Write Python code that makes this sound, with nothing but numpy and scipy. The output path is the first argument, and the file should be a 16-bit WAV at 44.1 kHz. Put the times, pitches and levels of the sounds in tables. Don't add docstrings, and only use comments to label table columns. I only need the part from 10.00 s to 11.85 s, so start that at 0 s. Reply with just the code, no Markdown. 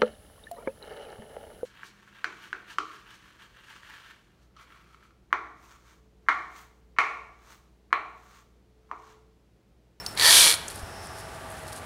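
import sys
import numpy as np
from scipy import signal
from scipy.fft import rfft, irfft
from scipy.io import wavfile

SR = 44100
rng = np.random.default_rng(int(sys.argv[2]) if len(sys.argv) > 2 else 0)


def master(y):
    cut = np.clip(np.atleast_2d(y).T, -1, 1)
    pcm = np.round(cut * 32767)
    wavfile.write(sys.argv[1], SR, pcm.astype(np.int16))


N = 81585
TIME = np.arange(N) / SR


def undb(db):
    return 10 ** (np.asarray(db) / 20)

def unit(x):
    return x / np.sqrt(np.mean(x ** 2))

def curve(rows):
    return np.interp(TIME, *np.array(rows).T)

def swell(at, half):
    return np.exp(-((TIME - at) / half) ** 2)

def fade(seconds, at=0):
    return (TIME >= at) * np.exp(-np.log(1000) * np.abs(TIME - at) / seconds)

def noise():
    return rng.standard_normal(N)

def grains(per_s=12000, scatter_db=4.5):
    hits = (rng.random(N) < per_s / SR) * np.sign(noise())
    return unit(hits * undb(scatter_db * np.clip(noise(), -2, 2)))

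def colour(x, points):
    hz, db = np.array(points).T
    freqs = np.maximum(np.fft.rfftfreq(N, 1 / SR), 1)
    gain = undb(np.interp(np.log(freqs), np.log(hz), db))
    return unit(irfft(rfft(x) * gain, N))

def resonate(x, hz, width):
    band = signal.iirpeak(hz, hz / (1.55 * width), fs=SR)
    return unit(signal.lfilter(*band, signal.lfilter(*band, x)))

def sing(resonances):
    return sum(undb(db) * resonate(noise(), hz, width) for hz, width, db in resonances)

def tone(hz):
    return np.sqrt(2) * np.sin(2 * np.pi * np.cumsum(hz) / SR)

def ring(tones):
    return sum(undb(db) * np.sin(2 * np.pi * hz * TIME) * fade(seconds) for hz, seconds, db in tones)

def convolve(x, response):
    return signal.fftconvolve(x, response)[:N]


# frequency in Hz, relative level in dB.
AIR_COLOUR = [(25, -20), (45, -6), (66, -3), (95, -0.5), (125, -6.5), (200, -9.5), (300, -11.5), (430, -9),
              (580, -11), (800, -7.5), (1050, -12.5), (1250, -10.5), (1750, -12), (2150, -18),
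              (3200, -21.5), (5000, -26), (6500, -28.5), (10000, -25), (12500, -34.5), (16000, -40)]

def outdoor_air():
    return undb(-42 + 0.5 * (TIME - TIME.mean())) * colour(noise(), AIR_COLOUR)


# time in seconds, pitch in Hz.
DRONE_PITCH = [(.9, 665), (1.3, 652), (1.5, 647.5), (1.85, 625.6)]
# pitch in Hz, width in Hz, level in dB before the swell.
HUM_BANDS = [(740, 280, -55.5), (842, 51, -56), (1165, 19, -56)]
# time in seconds, gain in dB.
MACHINE_SWELL = [(0, -19), (.95, -3), (1.15, -1), (1.45, 2.5), (1.85, -2)]

def distant_machine():
    hz = curve(DRONE_PITCH) * (1 + 0.003 * resonate(noise(), hz=12, width=23))
    flutter = 1 + 0.24 * resonate(noise(), hz=10, width=20)
    drone = undb(-51.5) * flutter * tone(hz)
    return undb(curve(MACHINE_SWELL)) * (drone + sing(HUM_BANDS))


# pitch in Hz, seconds to fade by 60 dB, relative level in dB.
RING_TONES = [(5388, 0.11, -0.5), (14900, 0.082, -11)]
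# start in seconds, gain in dB.
RING_CLINKS = [(0., -33.5), (0.0623, -33), (.081, -36), (.109, -42.5)]

def ring_clinks():
    metal = ring(RING_TONES)
    return sum(undb(db) * np.pad(metal, (int(at * SR), 0))[:N] for at, db in RING_CLINKS)


# frequency in Hz, relative level in dB.
ECHO_COLOUR = [(100, 5), (1600, 7.5), (4300, 0), (7000, -3.5), (10000, -4.5), (13000, -2.5), (16000, -9)]

def tree_echo(x):
    build_up = np.minimum(TIME / 0.022, 1)
    tail = colour(noise(), ECHO_COLOUR) * fade(seconds=0.58) * build_up
    return undb(-17) * convolve(x, tail / np.sqrt(np.sum(tail ** 2)))


# frequency in Hz, relative level in dB.
HARNESS_COLOUR = [(1000, -21), (3000, -7.5), (4600, -0.5), (6500, -5), (10000, 2.5), (12000, -5.5),
                  (16000, -23)]
# peak time in seconds, half-length in seconds, level in dB.
CLOTH_RUSTLES = [(0.085, 0.07, -49), (0.709, 0.017, -44.5), (0.766, 0.061, -48.5), (1.045, 0.018, -47.5),
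                 (1.192, 0.035, -47), (1.35, .015, -53), (1.568, 0.067, -52.5), (1.686, 0.017, -46.5),
                 (1.73, 0.0095, -41), (1.771, 0.023, -45.5)]

def cloth_rustles():
    rubbing = sum(undb(db) * swell(at, half) for at, half, db in CLOTH_RUSTLES)
    return rubbing * colour(grains(per_s=2400, scatter_db=6.5), HARNESS_COLOUR)


# start in seconds, level in dB, centre pitch in Hz.
BUCKLE_CLICKS = [(0.0639, -23.5, 4930), (.064, -28.5, 10500), (.088, -41, 7000), (.152, -39, 10200),
                 (.6815, -25.5, 6900), (0.686, -32, 9500), (.7115, -38, 9000), (0.7487, -38.5, 10700),
                 (.7585, -33, 10700), (1.0705, -40.5, 7700), (1.503, -41, 10000), (1.517, -40, 10500),
                 (1.68, -47, 8500), (1.731, -44, 8000), (1.762, -35, 8750)]

def buckle_clicks():
    out = np.zeros(N)
    for at, db, hz in BUCKLE_CLICKS:
        burst = resonate(colour(noise(), HARNESS_COLOUR), hz, width=0.35 * hz)
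        out += undb(db) * fade(seconds=0.014, at=at) * burst
    return out


# time in seconds, links passing per second.
CHAIN_SPEED = [(.16, 0), (.175, 30), (.1975, 59), (.233, 109), (.263, 159), (.3027, 195), (.36, 225),
               (.41, 223), (.48, 140), (.5036, 115), (.525, 76), (.54, 52), (.555, 0)]
# time in seconds, effort from 0 to 1.
MOTOR_EFFORT = [(.165, 0), (.2, 0.4), (.24, 1), (.3, 0.94), (.35, 0), (.42, 0.2), (.46, 0)]
FULL_LINKS_PER_S, FIRST_LINK_S = 225, 0.175

def chainsaw():
    links_per_s, effort = curve(CHAIN_SPEED), curve(MOTOR_EFFORT)
    speed = links_per_s / FULL_LINKS_PER_S
    links = np.cumsum(links_per_s) / SR
    links -= np.interp(FIRST_LINK_S, TIME, links)
    chain = chain_rattle(links, speed) + chain_hiss(speed) + link_knocks(links, speed)
    body = housing_drum(speed, effort) + bar_ring(speed, effort)
    return chain + body + motor_whine(links_per_s, effort)


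# frequency in Hz, relative level in dB.
RATTLE_COLOUR = [(120, -53), (350, -30), (700, -24), (1300, -17), (2750, -7), (3300, 4), (4400, -4),
                 (5600, -1), (7000, -6), (11000, -4), (13000, -13.5), (16000, -42)]

def chain_rattle(links, speed):
    pump = 1 + 0.31 * (1 - 2 * (links % 1))
    return undb(-15.5) * speed ** 1.4 * pump * colour(grains(), RATTLE_COLOUR)


# frequency in Hz, relative level in dB.
HOUSING_COLOUR = [(120, -37), (250, -17), (380, -2.5), (700, -3), (1200, 2), (2000, 1.5), (3000, -17.5)]

def housing_drum(speed, effort):
    return undb(-29.5 + 4 * effort) * speed ** 0.57 * colour(noise(), HOUSING_COLOUR)


# pitch in Hz, width in Hz, level in dB at full speed.
BAR_BANDS = [(945.6, 20, -36.5), (1626, 38, -35), (2295, 130, -28.5), (3340, 810, -26), (4390, 770, -25.5)]
# pitch in Hz, width in Hz, level in dB at full speed and effort.
STRAIN_BANDS = [(905, 71, -33), (1768, 71, -24.5), (1872, 94, -27.5), (4500, 69, -24.5), (4600, 1400, -25)]

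def bar_ring(speed, effort):
    return speed * sing(BAR_BANDS) + effort * np.sqrt(speed) * sing(STRAIN_BANDS)


# frequency in Hz, relative level in dB.
HISS_COLOUR = [(4000, -37), (7000, -11), (8300, -10.5), (9400, -3.5), (10500, -9), (12000, -17),
               (14000, -23), (16000, -33)]

def chain_hiss(speed):
    late_speed = np.interp(TIME - 0.013, TIME, speed)
    return undb(-19.5) * late_speed ** 1.1 * colour(grains(), HISS_COLOUR)


# pitch in Hz, seconds to fade by 60 dB, relative level in dB.
SPROCKET_TONES = [(4230, 0.0068, -1.5), (4100, 0.0089, -13), (5200, 0.0017, -34), (7660, 0.0022, -29),
                  (11100, .0015, -32)]
RIDE_UP_DB, KNOCK_SCATTER_DB, KNOCK_TOP_HZ = -12.5, 4.5, 11800

def link_knocks(links, speed):
    landings = np.diff(np.floor(links), prepend=np.floor(links[0]))
    uneven_db = KNOCK_SCATTER_DB * speed * np.clip(noise(), -2, 2)
    blows = landings * speed ** 0.46 * undb(-6 + RIDE_UP_DB * speed ** 2 + uneven_db)
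    snap = undb(-7) * convolve(blows, np.exp(-TIME / 0.0013)) * colour(noise(), RATTLE_COLOUR)
    treble_cut = signal.butter(4, KNOCK_TOP_HZ, fs=SR, output="sos")
    return signal.sosfilt(treble_cut, convolve(blows, ring(SPROCKET_TONES)) + snap)


WHINE_BEST_HZ, WHINE_OCTAVES = 620, 0.6

def motor_whine(links_per_s, effort):
    hz = 3.5 * links_per_s * (1 + 0.015 * resonate(noise(), hz=66, width=64))
    octaves_away = np.log2(np.maximum(hz, 1) / WHINE_BEST_HZ)
    carry = np.exp(-(octaves_away / WHINE_OCTAVES) ** 2)
    return undb(-41 + 4 * effort) * carry * tone(hz)


# peak time in seconds, half-length in seconds, level in dB.
AIR_BUMPS = [(0.44, 0.017, -48), (0.834, 0.0076, -30.5)]

def air_bumps(hz=54):
    return -sum(undb(db) * swell(at, half) * np.cos(2 * np.pi * hz * (TIME - at))
                for at, half, db in AIR_BUMPS)


def faint_whistle():
    return undb(-53) * swell(at=1.04, half=0.25) * resonate(noise(), hz=5370, width=430)


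def scene():
    background = outdoor_air() + distant_machine()
    near = ring_clinks() + cloth_rustles() + buckle_clicks() + chainsaw()
    return (background + near + tree_echo(near) + air_bumps() + faint_whistle())[None]

def record(dry, headroom=1.4, top_hz=15700):
    rounded = headroom * np.tanh(dry / headroom)
    return signal.sosfilt(signal.ellip(10, .2, 80, top_hz, fs=SR, output="sos"), rounded)


dry = scene()
out = record(dry)
master(out)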